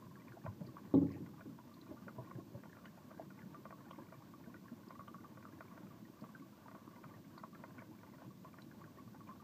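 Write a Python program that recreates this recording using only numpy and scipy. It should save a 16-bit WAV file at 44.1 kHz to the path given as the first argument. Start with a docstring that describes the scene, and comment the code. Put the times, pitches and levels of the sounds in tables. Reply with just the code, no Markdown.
"""A low simmering rumble and small pops rise from a bowl of water indoors, heard from just above it.
Each bubble is a resonator, a spring of air loaded by water: the large ones glug, the tiniest ping,
and the small ones pop and jolt the bowl into its normal modes. About a second in, dull bumps
ring a surface and shake more bubbles loose. A small room reverberates; the microphone hisses faintly."""
import sys
import numpy as np
from scipy import signal
from scipy.fft import rfft, irfft, next_fast_len
from scipy.io import wavfile
from scipy.ndimage import uniform_filter1d

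SR = 44100
rng = np.random.default_rng(int(sys.argv[2]) if len(sys.argv) > 2 else 0)


def unload_wav(signal):
    """Save mono or channel-first audio to the path in sys.argv[1] as 16-bit WAV at rate SR, clipped to [-1, 1]."""
    wavfile.write(
        sys.argv[1],
        SR,
        np.round(np.clip(np.atleast_2d(signal).T, -1, 1) * 32767).astype(np.int16),
    )


N = 415863

# Levels in the tables are relative; the functions set the final gain.
# course of the rumble: time_s, level_db
RUMBLE_LEVELS = [(0.0, -60.5), (1.15, -55.5), (1.75, -62), (2.26, -56.5), (2.76, -60), (5.0, -59),
                 (6.6, -61), (7.7, -59.5), (9.43, -59.5)]
# spectral shapes of the three noises: frequency_hz, density_db
RUMBLE_SPECTRUM = [(15, -78), (25, -55), (64, -22), (84, -11), (103, -4.5), (163, -3), (194, 0.5),
                   (239, -3), (341, -6), (389, -14.5), (451, -17.5), (507, -16.5), (633, -25), (723, -31),
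                   (850, -25), (1100, -45.5), (1870, -120)]
FIZZ_SPECTRUM = [(400, -13), (620, 2), (790, -8), (940, -2), (1130, 2), (1280, -12.5), (1470, -7),
                 (1700, -11), (2300, -19.5), (2800, -19.5), (5000, -37.5)]
HISS_SPECTRUM = [(30, -5.5), (1000, 1), (3000, -.5), (4500, -0.5), (6000, -2), (7500, -4), (8600, -7),
                 (9600, -11.5), (10500, -9), (12000, -4), (13500, -1.5), (15200, -1.7)]
# distinct small bubbles: start_s, level_db, pitch_hz, length_cycles, jolt_db
SMALL_BUBBLES = [(0.023, -55, 1055, 150, -70), (0.156, -55, 1640, 42, -75), (0.282, -58, 2200, 27, -59),
                 (0.321, -51, 1590, 24, -64), (0.37, -51, 690, 40, -64), (0.464, -37, 940, 12, -46.5),
                 (0.768, -46, 1156, 51, -60), (1.408, -55, 1520, 49, -57.5), (1.588, -49.5, 970, 13, -59),
                 (2.082, -45, 1440, 37, -51), (2.182, -48, 977, 100, -76), (2.312, -48, 1083, 81, -56.5),
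                 (2.636, -60, 1500, 20, -55), (2.656, -53.5, 880, 19, -60), (2.73, -52, 1680, 31, -74),
                 (2.769, -52.5, 1400, 27, -57), (2.856, -53, 1940, 14, -56.5), (2.976, -55, 804, 16, -64),
                 (3.115, -51.5, 1140, 10, -57), (3.305, -59, 1430, 56, -58.5), (3.391, -54, 2040, 45, -66),
                 (3.419, -52.5, 1750, 16, -72), (3.545, -51, 1168, 140, -57),
                 (3.655, -44.5, 1094, 9.5, -52.5), (3.708, -47, 1060, 14, -52), (3.726, -46, 1120, 14, -60),
                 (3.91, -46, 1054, 23, -55.5), (3.988, -48, 960, 14, -70), (4.125, -51, 1100, 12, -53),
                 (4.337, -52.5, 1146, 62, -65), (4.543, -53.5, 1483, 95, -56.5),
                 (4.683, -54, 1660, 26, -68), (4.907, -46.5, 1030, 22, -54), (4.954, -51.5, 1120, 47, -66),
                 (4.994, -45, 1160, 39, -59), (5.08, -50, 1166, 110, -55.5), (5.144, -44.5, 1130, 33, -58),
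                 (5.245, -50, 1173, 81, -61), (5.374, -51.5, 1112, 69, -55.5),
                 (5.428, -63, 1900, 30, -57.5), (5.453, -46, 1280, 12, -62), (5.608, -48, 1440, 38, -49.5),
                 (5.778, -62, 1460, 31, -55), (6.24, -50, 1136, 29, -60), (6.35, -49, 1533, 75, -66),
                 (6.66, -51, 903, 26, -68), (6.683, -50, 1210, 28, -59), (6.715, -56, 1130, 10, -56.5),
                 (6.75, -50, 1093, 78, -55.5), (6.877, -49, 1074, 17, -67), (6.964, -56, 980, 24, -60),
                 (7.04, -47.5, 1240, 19, -51), (7.378, -56, 1055, 40, -54.5), (7.437, -41, 1100, 25, -56),
                 (7.55, -51, 1620, 27, -59), (7.639, -53, 1190, 16, -50), (7.783, -52, 1470, 100, -56),
                 (7.791, -51, 2260, 50, -62), (7.821, -65, 1400, 20, -54.5), (8.034, -55, 1190, 7, -55.5),
                 (8.22, -54, 760, 13, -58.5), (8.447, -52.5, 1020, 130, -60), (8.54, -55, 1230, 40, -62),
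                 (8.587, -53, 1850, 16, -58), (8.714, -55, 1650, 23, -64), (8.816, -53, 1123, 70, -67),
                 (8.841, -55, 1590, 38, -66), (8.985, -55, 1104, 84, -71), (9.147, -53, 805, 14, -60.5),
                 (9.206, -50, 1110, 41, -65), (9.29, -47.5, 1042, 105, -58.5), (9.312, -50, 1140, 70, -68)]
# normal modes of the filled bowl: frequency_hz, level_db, t60_s
BOWL_MODES = [(530, -8, 0.061), (646, 1, 0.032), (939.6, -4, 0.061), (1058.6, -8.5, 0.11),
              (1158, -7, 0.063), (1176, -16, 0.052), (1350, -21, 0.048), (1432, -3, 0.039),
              (1530, -4.5, 0.034), (1872, 1.5, 0.017), (2090, -12, 0.061), (2260, -17, 0.054),
              (2405, -1, 0.021), (3140, -19, 0.034)]
# points at which a jolt's spectrum is given: frequency_hz
JOLT_POINTS_HZ = [630, 1100, 1500, 2200]
# spectrum of the usual jolt at those points: level_db
JOLT_SHAPE_DB = [1.5, 0, 0, -7]
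# distinct large bubbles: start_s, level_db, pitch_hz, overtone_and_slap_db (re level_db)
LARGE_BUBBLES = [(0.444, -36.5, 161, -18), (0.47, -34, 102, -31), (0.608, -34.5, 168, -17.5),
                 (0.639, -43, 117, -19), (0.736, -45.5, 199, -15), (0.847, -42, 200, -30),
                 (1.909, -39, 290, -12), (1.936, -40.5, 278, -26), (2.064, -41.5, 190, -13),
                 (2.18, -38.5, 122, -9), (2.347, -39.5, 139, -19), (2.363, -41.5, 127, -25),
                 (2.384, -40, 325, -18), (2.542, -41, 123, -9), (3.196, -33.5, 660, -20.5),
                 (3.456, -40.5, 200, -32), (3.98, -41, 283, -15), (4.47, -41.5, 197, -18),
                 (4.716, -37.5, 231, -25), (5.154, -43, 197, -26), (5.833, -42.5, 195, -30),
                 (6.219, -38.5, 210, -18.5), (7.593, -46, 186, -34)]
# tiny bubbles: start_s, level_db, pitch_hz
TINY_BUBBLES = [(0.667, -57, 4500), (0.9473, -54.5, 3620), (1.1189, -60, 4780), (1.7399, -58, 4160),
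                (1.8138, -57, 4000), (2.8564, -55, 2920), (3.9105, -51.5, 3060), (4.8868, -62, 4800),
                (5.0799, -58.5, 3010), (6.2113, -60, 4640), (7.3807, -53.5, 4290), (8.6205, -54.5, 3950)]
# dull blows and their rebounds: start_s, level_db, contact_ms
BLOWS = [(0.9394, -22.5, 0.63), (0.9506, -27, 0.76), (0.9729, -32.5, 2), (1.016, -31.5, 1.4),
         (1.046, -47, 1.1), (1.146, -42, 2.7), (1.205, -35.5, 5), (1.458, -42, 2.8), (1.506, -48, 3.6)]
# normal modes of the bumped surface: frequency_hz, level_db, t60_s
SURFACE_MODES = [(95, -24, 0.68), (130.2, -8, .3), (170.6, -9, 0.32), (226.7, -1, 0.25), (277, -1, 0.28),
                 (303.3, 4, 0.15), (360.7, 0, 0.085), (457, -10.5, 0.15), (493, -7, 0.11), (563, -14, 0.2),
                 (839, -15, 0.15), (1055, -24, 0.11), (1108, -16.5, 0.082)]

USUAL_HZ = 1136  # most small bubbles ring near one pitch


def undb(db):
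    """Amplitude ratio of a level in decibels."""
    return 10 ** (np.asarray(db) / 20)


def clock(seconds):
    """Uniform sample times in seconds."""
    return np.arange(int(seconds * SR)) / SR


def fade(t, t60):
    """Exponential damping by 60 dB in t60."""
    return np.exp(-np.log(1000) * t / t60)


def rise(t, time_constant):
    """Exponential approach to full amplitude."""
    return 1 - np.exp(-t / time_constant)


def add(out, start_s, sound):
    """Superposition of a sound on the mix."""
    i = int(np.clip(start_s * SR, 0, N - 1))
    out[i:i + len(sound)] += sound[:N - i]


def noise(spectrum):
    """Spectral shaping of white noise, scaled to unit RMS."""
    hz, db = np.transpose(spectrum)
    size = next_fast_len(N, True)
    bins_hz = np.fft.rfftfreq(size, 1 / SR)
    gain = undb(np.interp(np.log(bins_hz + 1), np.log(hz), db))
    x = irfft(rfft(rng.standard_normal(size)) * gain)[:N]
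    return x / x.std()


def wander(rate_hz):
    """Slow modulation: random steps, smoothed twice, of unit deviation."""
    hold = int(SR / rate_hz)
    steps = np.repeat(rng.standard_normal(N // hold + 1), hold)
    x = uniform_filter1d(uniform_filter1d(steps, hold), hold)[:N]
    return x / x.std()


def rings(modes, t):
    """Free vibration: one damped sine for each normal mode."""
    return np.array([undb(db) * np.sin(2 * np.pi * hz * t) * fade(t, t60) for hz, db, t60 in modes])


def simmer():
    """Incoherent summation: countless bubbles merge into a restless rumble and a thin fizz."""
    rumble_db = np.interp(np.arange(N) / SR, *np.transpose(RUMBLE_LEVELS))
    rumble = noise(RUMBLE_SPECTRUM) * undb(rumble_db + 1.08 + 0.64 * wander(rate_hz=14))
    fizz = noise(FIZZ_SPECTRUM) * undb(-71 + 2.9 * wander(rate_hz=40))
    return rumble + fizz


def hiss():
    """Self-noise of the microphone, steady and broadband."""
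    return undb(-71.5) * noise(HISS_SPECTRUM)


def bubble(hz, cycles, glide, swell):
    """A damped oscillator: it builds over `swell` cycles while its pitch shifts by the fraction `glide`."""
    t = clock(cycles / hz)
    age = t * hz / cycles
    phase = 2 * np.pi * hz * t * (1 + glide * age / 2)
    x = np.sin(phase) * fade(age, 0.9) * rise(t * hz, swell)
    return x / np.abs(x).max()


def bowl_ring(modes, drive_db, scatter_db, rise_s):
    """Modal excitation: where a jolt lands sets each mode's sign and share, here drawn at random."""
    hz = np.array(BOWL_MODES)[:, 0]
    share_db = np.interp(np.log(hz), np.log(JOLT_POINTS_HZ), drive_db)
    share_db += scatter_db * rng.standard_normal(len(hz))
    x = (undb(share_db) * rng.choice([-1, 1], len(hz))) @ modes
    return x * rise(np.arange(len(x)) / SR, rise_s)


def pops():
    """Bubble resonance: each stirs the water as it rises, then rings at its pitch and jolts the bowl."""
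    out, modes = np.zeros(N), rings(BOWL_MODES, clock(.12))
    for start_s, db, hz, cycles, jolt_db, lead, bend in np.hstack(
            [SMALL_BUBBLES, rng.random((len(SMALL_BUBBLES), 2))]):
        stir = bubble(hz * (0.874 + .3 * bend), cycles=33, glide=0.048, swell=4)
        add(out, start_s - .003 - 0.00495 * lead, undb(db - 15) * stir)
        add(out, start_s, undb(db) * bubble(hz, cycles, glide=0.16 * (bend - .4), swell=0.89))
        # the smaller the bubble, the sharper its jolt
        slope_db_per_oct = 8 * np.log2(hz / USUAL_HZ)
        tilt_db = slope_db_per_oct * np.log2(np.array(JOLT_POINTS_HZ) / USUAL_HZ)
        bowl = bowl_ring(modes, JOLT_SHAPE_DB + tilt_db, scatter_db=2.5, rise_s=0.0017)
        add(out, start_s - .002, undb(jolt_db + 3) * bowl)
    return out


def daughter_bubbles(gap_s=0.00602, spread_s=.016, pitch_follow=0.655, spread_oct=0.071):
    """Fragmentation: a bursting bubble leaves a softer one, pitched nearer the usual, ringing just after."""
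    out, draws = np.zeros(N), rng.random((len(SMALL_BUBBLES), 3))
    for (start_s, db, parent_hz, *_), (late, life, detune) in zip(SMALL_BUBBLES, draws):
        hz = USUAL_HZ * (parent_hz / USUAL_HZ) ** pitch_follow * 2 ** (spread_oct * (2 * detune - 1))
        tone = bubble(hz, cycles=35 + 45 * life, glide=-.12, swell=2.3)
        add(out, start_s + gap_s + spread_s * late ** 2, undb(db - 8.5) * tone)
    return out


def patter(count=260):
    """Pitch varies inversely with radius: faint bubbles of mixed size ring and jolt the bowl."""
    out, modes = np.zeros(N), rings(BOWL_MODES, clock(.12))
    for when, strength, smallness, life in rng.random((count, 4)):
        start_s, db = when * N / SR, -68 + 8 * strength ** 2
        hz = 800 + 1600 * smallness ** 1.57
        tone = bubble(hz, cycles=25 + 40 * life, glide=0.085, swell=12)
        add(out, start_s, undb(db - 2 * smallness) * tone)
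        drive_db = db - np.array([5.3, 2.3, 5.4, 12])
        add(out, start_s, bowl_ring(modes, drive_db, scatter_db=5.5, rise_s=0.0015))
    return out


def burble(count=150):
    """Large air volumes resonate low: soft bubbles roll under the surface."""
    out = np.zeros(N)
    for when, strength, smallness in rng.random((count, 3)):
        tone = bubble(hz=115 + 230 * smallness, cycles=12.5, glide=0.054, swell=1.1)
        add(out, when * N / SR, undb(-56 + 5.8 * strength) * tone)
    return out


def plips(count=28, spread_oct=0.046):
    """A few soft bubbles a second ring near the usual pitch and jolt the bowl."""
    out, modes = np.zeros(N), rings(BOWL_MODES, clock(.12))
    for k, (when, strength, life) in enumerate(rng.random((count, 3))):
        start_s, db = (k + when) / count * N / SR, -60 + 4.5 * strength
        hz = USUAL_HZ * 2 ** (spread_oct * rng.standard_normal())
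        add(out, start_s, undb(db) * bubble(hz, cycles=40 + 70 * life, glide=.04, swell=4.5))
        add(out, start_s, undb(db - 10.5) * bowl_ring(modes, JOLT_SHAPE_DB, scatter_db=3, rise_s=0.0015))
    return out


def glugs(gulp_hz=594, spread_oct=0.15):
    """Heavily damped resonance: large bubbles gulp with a hollow overtone and slap water on the wall."""
    out, t = np.zeros(N), clock(0.09)
    splash = noise([(300, 5), (520, 1), (650, -11), (800, -9), (950, -1), (1300, -27), (2500, -47)])
    for k, (start_s, db, hz, overtone_db) in enumerate(LARGE_BUBBLES):
        add(out, start_s, undb(db - 4.5) * bubble(hz, cycles=12, glide=0.049, swell=1.3))
        overtone_hz = gulp_hz * 2 ** (spread_oct * rng.standard_normal())
        overtone = bubble(overtone_hz, cycles=44, glide=.05, swell=3.7)
        add(out, start_s + 0.00297, undb(db + overtone_db + 0.5) * overtone)
        slap = splash[k * len(t):][:len(t)] * fade(t, 0.2) * rise(t, 0.0021)
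        add(out, start_s, undb(db + overtone_db) * slap)
    return out


def pings():
    """The smallest bubbles resonate highest, bursting at the surface with a spit of narrow-band noise."""
    out, t = np.zeros(N), clock(0.021)
    for start_s, db, hz in TINY_BUBBLES:
        spray = uniform_filter1d(rng.standard_normal(len(t)), size=40)
        spit = spray / spray.std() * np.sin(2 * np.pi * hz * t) * fade(t, 0.037) * rise(t, 0.0043)
        add(out, start_s, undb(db - 7) * bubble(hz, cycles=61, glide=0.081, swell=8.1))
        add(out, start_s - .003, undb(db + 2.5) * spit)
    return out


def bumps():
    """Impact excitation: soft blows ring a surface; a longer contact weakens its higher modes."""
    out, t = np.zeros(N), clock(.8)
    modes, hz = rings(SURFACE_MODES, t), np.array(SURFACE_MODES)[:, 0]
    for start_s, db, contact_ms in BLOWS:
        force_spectrum = 1 / (1 + (hz * contact_ms / 1000) ** 2)
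        add(out, start_s, undb(db) * (force_spectrum @ modes) * rise(t, 0.0025))
    return out


def shaken_bubbles(count=22, centre_hz=1880, delay_s=.11, span_s=.12):
    """Buoyancy: small bubbles that the first bump shakes off the wall surface a moment later in a fizz."""
    out, bump_s = np.zeros(N), BLOWS[0][0]
    for when, smallness, faintness in rng.random((count, 3)):
        hz = centre_hz * 2 ** (0.85 * (smallness - .5))
        tone = bubble(hz, cycles=18, glide=0.12, swell=3)
        add(out, bump_s + delay_s + span_s * when, undb(-60 - 5.4 * faintness) * tone)
    return out


def room(x, wet_db, t60_s):
    """Reverberation: dense reflections from nearby walls follow the direct sound after a short gap."""
    t = clock(.5)
    tail = rng.standard_normal(len(t)) * fade(t, t60_s) * (t > .006)
    return x + undb(wet_db) * signal.fftconvolve(x, tail / np.linalg.norm(tail))[:N]


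def low_cut(x, hz):
    """High-pass response: the small microphone hardly picks up deep bass."""
    return signal.sosfilt(signal.butter(5, hz, "high", fs=SR, output="sos"), x)


def scene():
    """Superposition in one channel: reverberant bubbles and bumps over the simmer and the hiss."""
    water = pops() + daughter_bubbles() + plips() + shaken_bubbles()
    water += patter() + glugs() + burble() + pings()
    reverberant = room(water, wet_db=-13, t60_s=0.13) + room(bumps(), wet_db=-11, t60_s=0.6)
    return (low_cut(reverberant, hz=86.4) + simmer() + hiss())[None]


def record(dry, top_hz=15400):
    """Band limiting: a steep low-pass filter removes the highest treble."""
    return signal.sosfilt(signal.ellip(12, .1, 70, top_hz, fs=SR, output="sos"), dry)


dry = scene()
out = record(dry)
unload_wav(out)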